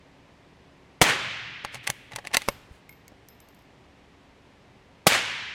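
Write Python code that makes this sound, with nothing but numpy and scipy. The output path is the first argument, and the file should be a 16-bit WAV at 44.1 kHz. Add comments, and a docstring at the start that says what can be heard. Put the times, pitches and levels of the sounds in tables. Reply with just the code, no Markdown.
"""A foam-lined booth that opens on an indoor range: two shots from a suppressed bolt-action rifle.
Each blast, decaying noise on swings of pressure, overloads the microphone; a swelling, dying wash answers it.
Between the shots the bolt is lifted, drawn back, run forward and locked: noisy contacts excite modes of steel
and stock. The spent case bounces away, its brass modes beating in pairs; hands bump, rub and tap.
Ventilation murmurs underneath as shaped noise with faint fan tones."""
import sys
import numpy as np
from scipy import signal
from scipy.fft import rfft, irfft, next_fast_len
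from scipy.io import wavfile
from scipy.ndimage import uniform_filter1d

SR = 44100
rng = np.random.default_rng(int(sys.argv[2]) if len(sys.argv) > 2 else 0)


def generate_wav(signal):
    """Clip the signal to [-1, 1] and save it as 16-bit WAV at the path in sys.argv[1]."""
    frames = np.transpose(np.atleast_2d(signal))
    scaled = np.clip(frames, -1, 1) * 32767
    pcm = np.round(scaled).astype(np.int16)
    wavfile.write(sys.argv[1], SR, pcm)


N = 244314

# Spectrum of contact noise, before any tilt: [f/Hz, level/dB]
CONTACT_SPECTRUM = [(100, -18), (500, -13), (900, 0), (2200, 10), (3200, 6), (6000, 2), (10000, -1.1),
                    (16000, -14.5)]


def amp(db):
    """Level as gain: 20 dB is a factor of ten in pressure."""
    return 10 ** (np.asarray(db) / 20)


def evened(x):
    """Normalisation to an rms value of 1."""
    return x / np.sqrt(np.mean(x ** 2) + 1e-20)


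def read(points, hz, axis=1):
    """Interpolation of one table column along a logarithmic frequency axis."""
    columns = np.transpose(points)
    return np.interp(np.log(hz + 1), np.log(columns[0] + 1), columns[axis])


def add(mix, s, sound):
    """Superposition: pressures add, here from time s onward."""
    part = mix[round(s * SR):][:len(sound)]
    part += sound[:len(part)]


def seconds(length):
    """Sampled time axis of the given length in s."""
    return np.arange(int(length * SR)) / SR


def colour(x, points, tilt_db=0, size=4096):
    """Minimum-phase filtering: the Hilbert transform of log gain gives the phase of a causal filter."""
    hz = np.fft.rfftfreq(size, 1 / SR)
    octaves = np.log2(np.maximum(hz, 400) / 3000)  # the tilt pivots at 3 kHz and is held below 400 Hz
    log_gain = np.log(amp(read(points, hz) + tilt_db * octaves))
    circle = np.r_[log_gain, log_gain[-2:0:-1]]
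    taps = np.fft.ifft(np.exp(np.conj(signal.hilbert(circle)))).real
    return signal.fftconvolve(x, taps)[:len(x)]


def ring(t, hz, db, t60):
    """Damped mode: a sinusoid that loses 60 dB in t60."""
    return amp(db - 60 * t / t60) * np.sin(2 * np.pi * hz * t)


def dying_noise(t, table, tilt_db=0, count=36):
    """Frequency-dependent decay: each overlapping band of noise has its own level and t60."""
    hz = np.fft.rfftfreq(len(t), 1 / SR)
    spectrum = rfft(rng.choice([-1., 1.], len(t)))
    centres = np.geomspace(25, 17000, count)
    out = np.zeros(len(t))
    for centre, hat in zip(centres, np.eye(count)):
        band = irfft(spectrum * np.interp(hz, centres, hat), len(t))
        start_db = read(table, centre) + tilt_db * np.log2(centre / 1500)
        out += band * amp(start_db - 60 * t / read(table, centre, axis=2))
    return out


def contact(length, steepness=5):
    """Impact of rough surfaces: random tiny impulses rise fast and decay with the contact time as constant."""
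    t = seconds(.25)
    u = t / max(length, 1e-4)
    return rng.choice([-1., 1.], len(t)) * np.exp(-u) * (1 - np.exp(-steepness * u)) ** 2


def ventilation(waver=1.53, hum_db=-3):
    """Broadband flow noise under phase-modulated tones: air rushes steadily and faint fan tones waver."""
    # Flow noise with a broad hump of duct hiss, relative spectral density: [f/Hz, level/dB per Hz]
    air_spectrum = [(15, -25), (30, -5), (64, -3.5), (130, -2), (290, -7), (520, -9.5), (1000, -12.5),
                    (1350, -18), (2000, -15.5), (3000, -20), (4500, -26), (8000, -36), (14000, -49.5),
                    (16000, -65)]
    # Fan tones: [f/Hz, rms level/dB before the common trim hum_db]
    fan_tones = [(70.0, -65), (279.9, -65.5), (382.2, -68.5)]
    air_db = -55.5  # rms
    hz, t = np.fft.rfftfreq(N, 1 / SR), np.arange(N) / SR
    shaped = rfft(rng.standard_normal(N)) * amp(read(air_spectrum, hz))
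    air = amp(air_db) * evened(irfft(shaped, N))
    for tone_hz, db in fan_tones:
        drift = evened(irfft(rfft(rng.standard_normal(N)) * (hz < 2), N))  # slower than 2 Hz
        tone = np.sin(2 * np.pi * tone_hz * t + waver * drift)
        air += amp(db + hum_db) * np.sqrt(2) * tone
    return air


def clack(db, length, tilt_db, knock_db, steel_db=-16, tick_db=0, stock_db=-5, detune=0.076):
    """Modal excitation: one contact ticks, drives the receiver's modes and knocks the stock."""
    # Receiver modes: [nominal f/Hz, relative level/dB, t60/s]
    receiver_modes = [(840, 7, 0.027), (1130, -3.5, 0.027), (2117, -1.5, 0.021), (2790, -8, 0.016),
                      (4360, -12, 0.01), (4580, -8, 0.014), (6590, -4, 0.012), (10300, -3, 0.019)]
    # Wooden stock modes: [f/Hz, relative level/dB, t60/s]
    stock_modes = [(47.9, -22.5, 0.12), (120.3, -20, 0.097), (243, -13.5, 0.026), (450, -15.5, 0.0033),
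                   (581, 0.5, 0.02), (880, -10, 0.02), (1030, 1, 0.011), (1200, -6.5, 0.0075)]
    t, rub = seconds(.25), contact(length)
    steel = np.zeros(len(t))
    for hz, mode_db, t60 in receiver_modes:
        # the modes shift as the bolt moves
        mode = ring(t, hz * (1 + detune * rng.uniform(-0.81, 1)), 0, t60)
        driven = signal.fftconvolve(rub, mode)[:len(t)]
        steel += amp(mode_db) * np.std(rub) * evened(driven)
    click = colour(amp(tick_db) * rub + amp(steel_db) * steel, CONTACT_SPECTRUM, tilt_db)
    stock = sum(ring(t, *mode) for mode in stock_modes)
    return amp(db) * (click + amp(knock_db + stock_db) * stock)


def muzzle(jet_db, swing_db, tilt_db, stretch, rise=.0006):
    """Jet noise on a blast wave: a burst of turbulent gas rides on a few strong swings of pressure."""
    # Gas leaving the suppressor, before tilt and stretch: [f/Hz, relative level/dB, t60/s]
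    gas_bands = [(40.63, -5.5, .09), (109.5, -13.5, .08), (205, 11.5, 0.029), (350, 1.5, 0.061),
                 (600, 6.5, 0.062), (1094, 5, 0.056), (2440, 10.5, 0.03), (4530, -2.5, 0.1),
                 (8480, 0.5, 0.065), (15000, -14, 0.11)]
    # Pressure swings in the booth: [f/Hz, relative level/dB before the envelope, swell time constant/s]
    pressure_swings = [(178, -8, 0.002), (527.6, -13.5, 0.001), (656, 3, 0.00049)]
    t = seconds(.5)
    jet = amp(jet_db) * dying_noise(t / stretch, gas_bands, tilt_db) * (1 - np.exp(-t / rise))
    swings = np.zeros(len(t))
    for hz, db, swell in pressure_swings:
        envelope = (t / swell) ** 2 * np.exp(-t / swell)
        swings += amp(db) * envelope * np.sin(2 * np.pi * hz * t)
    return jet + amp(swing_db) * swings


def range_echo(tilt_db, lumpy_db=2.0, lumpy_time=0.2537):
    """Reverberation: a diffuse wash swells, coarse while reflections are few, with distinct slaps in it."""
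    # Reverberation of the range, before tilt: [f/Hz, relative level/dB, t60/s]
    wash_bands = [(39.9, -46.5, .58), (75.86, -45.5, 1.2), (109, -22.5, 3), (158.4, -29.5, 2),
                  (301, -20, 0.69), (688, -17.5, 0.95), (1270, -18, 1.61), (2020, -13.5, 2.23),
                  (3092, -17, 2.24), (4963, -25, 1.6), (7650, -25, 0.76), (10920, -32.5, .6),
                  (15500, -39.5, .27)]
    # Distinct slaps from down the range: [t/s after the shot, relative peak level/dB]
    slap_times = [(.036, -13), (.0522, -14), (.0842, -6.5), (.0917, -15)]
    # Spectrum of one slap: [f/Hz, relative level/dB]
    slap_spectrum = [(200, -12.5), (900, -7.5), (1900, 8), (3300, -21), (8000, -10), (16000, -36)]
    # the wash is weak until the first walls of the range answer
    arrival_s, arrival_rise_s, before_db = 0.021, 0.0011, -5
    # it swells as sound returns from the far end
    far_end_s, far_end_spread_s, far_end_db = 0.077, 0.046, 6
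    # separate reflections within that swell
    scatter_per_s, scatter_db = 460, -24

    t = seconds(2.5)
    lumps = evened(uniform_filter1d(rng.standard_normal(len(t)), size=70)) * np.exp(-t / lumpy_time)
    waiting = .5 - .5 * np.tanh((t - arrival_s) / arrival_rise_s)
    far_end = np.exp(-((t - far_end_s) / far_end_spread_s) ** 2)
    wash_db = before_db * waiting + far_end_db * far_end + lumpy_db * lumps
    wash = dying_noise(t, wash_bands, tilt_db) * amp(wash_db)
    struck = rng.random(len(t)) < scatter_per_s / SR
    returns = amp(scatter_db) * far_end * rng.standard_normal(len(t)) * struck
    for delay, db in slap_times:
        add(returns, delay, [amp(db)])
    slap = colour(signal.unit_impulse(SR // 20), slap_spectrum)
    return wash + signal.fftconvolve(returns, slap / abs(slap).max())[:len(t)]


def shots():
    """Source and room response: the firing pin falls, the blast follows and the range answers."""
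    # Shots: [t/s, gas jet level/dB, pressure swing level/dB, range echo level/dB,
    # brightness/dB per octave, firing pin force/dB, relative length of the jet]
    shot_list = [(1.0146, -1, 3, 0, -1.55, -31.5, 0.95), (5.0673, -2.5, 1.5, -0.37, -0.36, -31, 0.87)]
    pin_lead_s, pin_contact_s, pin_tilt_db, pin_knock_db = .0045, .0025, -4.5, -18.5
    out = np.zeros(N)
    for s, jet_db, swing_db, echo_db, tilt_db, pin_db, stretch in shot_list:
        add(out, s - pin_lead_s, clack(pin_db, pin_contact_s, pin_tilt_db, pin_knock_db))
        add(out, s, muzzle(jet_db, swing_db, tilt_db, stretch))
        add(out, s, amp(echo_db) * range_echo(tilt_db))
    return out


def bolt(chatter_tilt_db=-2.0):
    """Impact with play: each blow of the loose bolt comes between a light touch and a rebound."""
    # Steel meeting steel: handle lifted (1.65 s), bolt drawn back to its stop (1.87-1.90 s),
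    # next round picked up (2.12 s), bolt run forward (to 2.35 s), handle locked down (2.49 s):
    # [t/s, force level/dB, contact time/s, brightness/dB per octave,
    # knock in the stock/dB re force, before the stock's common trim]
    blows = [ (1.6481, -20, 0.0019, -2.5, -6), (1.744, -28.5, .0028, 0.5, -5.5),
             (1.7532, -31, 0.0033, -3, -4), (1.869, -23, 0.0043, -1, -18),
             (1.8744, -11.5, 0.0015, -.5, -24.5), (1.8925, -35.5, 0.0036, -8.5, -17),
             (1.9007, -9.5, .0013, 1.5, -16.5), (2.1183, -34.5, 0.0038, -4, -15),
             (2.1326, -34.5, 0.0033, -4, -12), (2.16, -19, 0.0024, 0, -13), (2.1848, -32, 0.0043, -4.5, 1),
             (2.249, -33, 0.0039, -4.5, -10), (2.2713, -21, 0.001, 0.5, -14.5),
             (2.3132, -40.5, 0.0033, -6, -6.5), (2.3322, -29.5, .003, -1, -21),
             (2.3367, -19, 0.0035, -2.5, -14), (2.3473, -19.5, .0055, -4, -18.5),
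             (2.369, -1, 0.0012, 0.5, -15.5), (2.4184, -25, 0.002, -1, -11), (2.4862, -11, 0.002, .3, 2.5)]
    touch_lead_s, touch_db = .0067, -29  # level for a blow of 0 dB
    rebound_lag_s, rebound_db = .0053, -28.5  # likewise
    chatter_growth, chatter_contact_s = 0.46, 0.0026  # growth in dB per dB of the blow
    out = np.zeros(N)
    for s, db, length, tilt_db, knock_db in blows:
        add(out, s, clack(db, length, tilt_db, knock_db))
        for at, base_db in (s - touch_lead_s, touch_db), (s + rebound_lag_s, rebound_db):
            chatter_db = base_db + chatter_growth * db
            add(out, at, clack(chatter_db, chatter_contact_s, tilt_db + chatter_tilt_db, knock_db))
    return out


def booth(x, early_db=-18, early_t60=0.041, late_db=-21.0, count=12):
    """Early reflection and energy storage: foam reflects weakly; each band's energy decays as a diffuse tail."""
    # Lingering of the small sounds: [f/Hz, level/dB re late_db, t60/s]
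    tail_bands = [(100, 5, 0.98), (690, -4.5, 0.53), (2000, 0, 1), (3110, 2.5, 0.66), (4994, -3.5, 0.82),
                  (10180, -4.5, 0.65), (14920, -3.5, .36)]
    t, size = seconds(.1), next_fast_len(N, True)
    early = rng.standard_normal(len(t)) * amp(-60 * t / early_t60) * (t > .004)
    out = x + amp(early_db) * signal.oaconvolve(x, early / np.linalg.norm(early))[:N]
    hz, spectrum = np.fft.rfftfreq(size, 1 / SR), rfft(x, size)
    noise = rfft(rng.standard_normal(size))
    centres = np.geomspace(100, 16000, count)
    for centre, hat in zip(centres, np.eye(count)):
        band = np.interp(hz, centres, hat)
        keep = amp(-60 / SR / read(tail_bands, centre, axis=2)) ** 2  # energy left after one sample
        energy = irfft(spectrum * band, size)[:N] ** 2
        stored = signal.lfilter([1 - keep], [1, -keep], energy)
        carrier = evened(irfft(noise * band, size)[:N])
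        out += amp(late_db + read(tail_bands, centre)) * np.sqrt(stored) * carrier
    return out


def bumps(rise=0.0025):
    """Damped low modes with a gradual onset: soft knocks of handling, and one faint, dull tap."""
    # The rifle bumps against hand and shoulder: [t/s, level/dB before the onset, f/Hz, t60/s]
    knocks = [(1.649, -34, 232, 0.025), (1.745, -43.5, 127, 0.38), (1.892, -29, 128, 0.085),
              (2.135, -39, 117, 0.19), (2.71, -28, 66, 0.038)]
    # Spectrum of the tap: [f/Hz, relative level/dB]
    tap_spectrum = [(100, 9.5), (800, -2), (1500, -31), (6000, -27), (16000, -51)]
    tap_at_s, tap_db, tap_contact_s = 3.117, -27, 0.004
    t, out = seconds(.5), np.zeros(N)
    for s, db, hz, t60 in knocks:
        add(out, s, ring(t, hz, db, t60) * (1 - np.exp(-t / rise)))
    add(out, tap_at_s, amp(tap_db) * colour(contact(tap_contact_s), tap_spectrum))
    return out


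def slides(grain_db=3, edge=0.94):
    """Friction: sliding surfaces make a dense, uneven run of tiny catches, heard as modulated noise."""
    # Sliding contact: the bolt starts back, it drags the case out, the round scrapes into the
    # chamber, the hand returns to the grip: [start t/s, end t/s, level/dB before colouring,
    # brightness/dB per octave]
    rubs = [(1.702, 1.80, -48, -4), (1.824, 1.866, -48.5, -4), (2.339, 2.354, -16.5, -2),
            (2.679, 2.822, -66.5, 1)]
    out = np.zeros(N)
    for start, end, db, tilt_db in rubs:
        n = round((end - start) * SR)
        grains = evened(uniform_filter1d(rng.standard_normal(SR), size=40))[:n]
        rough = evened(rng.standard_normal(SR)[:n] * amp(grain_db * grains))
        rub = rough * signal.windows.tukey(n, edge)
        add(out, start, amp(db) * colour(rub, CONTACT_SPECTRUM, tilt_db))
    return out


def landing(tick_db, ring_db, contact_time=0.0015, tilt_db=5.5, split_hz=45, twin_db=-7):
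    """Split modes: the brass tube ticks on the floor and rings in close pairs that beat."""
    # Mouth, wall and high modes of the case, lower of each pair: [f/Hz, t60/s]
    brass_modes = [(2160, .075), (5155, 0.38), (12335, 0.25)]
    t, out = seconds(1), np.zeros(SR)
    add(out, 0, amp(tick_db) * colour(contact(contact_time), CONTACT_SPECTRUM, tilt_db))
    for (hz, t60), db in zip(brass_modes, ring_db):
        out += ring(t, hz, db, t60) + ring(t, hz + split_hz, db + twin_db, t60)
    return out


def spent_case(count=5):
    """Inelastic bouncing: the case rings in its own balance at each landing, then hops ever faster to rest."""
    # Landings: [t/s, tick level/dB before colouring, mouth ring level/dB, wall ring level/dB, high ring level/dB]
    landings = [(1.838, -63, -60, -73, -65), (2.48, -54, -61, -73, -47), (2.893, -44.5, -43.5, -73, -53),
                (2.926, -53.5, -51, -80, -73), (3.080, -42, -55, -74, -78), (3.286, -43, -73, -65, -55)]
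    hop_s, hop_ratio = .1165, .72  # first hop, and each hop relative to the one before
    hop_tick_db, hop_ring_db = -4, -4.5  # change with each hop
    out = np.zeros(N)
    for s, tick_db, *ring_db in landings:
        add(out, s, landing(tick_db, ring_db))
    s, tick_db, *ring_db = landings[-1]
    for hop in range(1, count + 1):
        s += hop_s * hop_ratio ** (hop - 1)
        add(out, s, landing(tick_db + hop * hop_tick_db, np.add(ring_db, hop * hop_ring_db)))
    return out


def scene():
    """Superposition of rifle, case, handling and ventilation at one microphone."""
    small_sounds = bolt() + slides() + spent_case()
    return (shots() + booth(small_sounds) + bumps() + ventilation())[None]


def record(dry, ceiling_db=-5.5, low_cut_hz=37):
    """Saturation and band limiting: the input stage flattens peaks and sheds the deepest bass and top treble."""
    ceiling = amp(ceiling_db)
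    clipped = dry / (1 + (dry / ceiling) ** 6) ** (1 / 6)
    clipped = signal.lfilter(*signal.butter(1, low_cut_hz, "high", fs=SR), clipped)
    band_limit = signal.firwin(255, 16100, window=("kaiser", 9), fs=SR)  # cutoff in Hz
    return signal.oaconvolve(clipped, band_limit[None], "same")


dry = scene()
out = record(dry)
generate_wav(out)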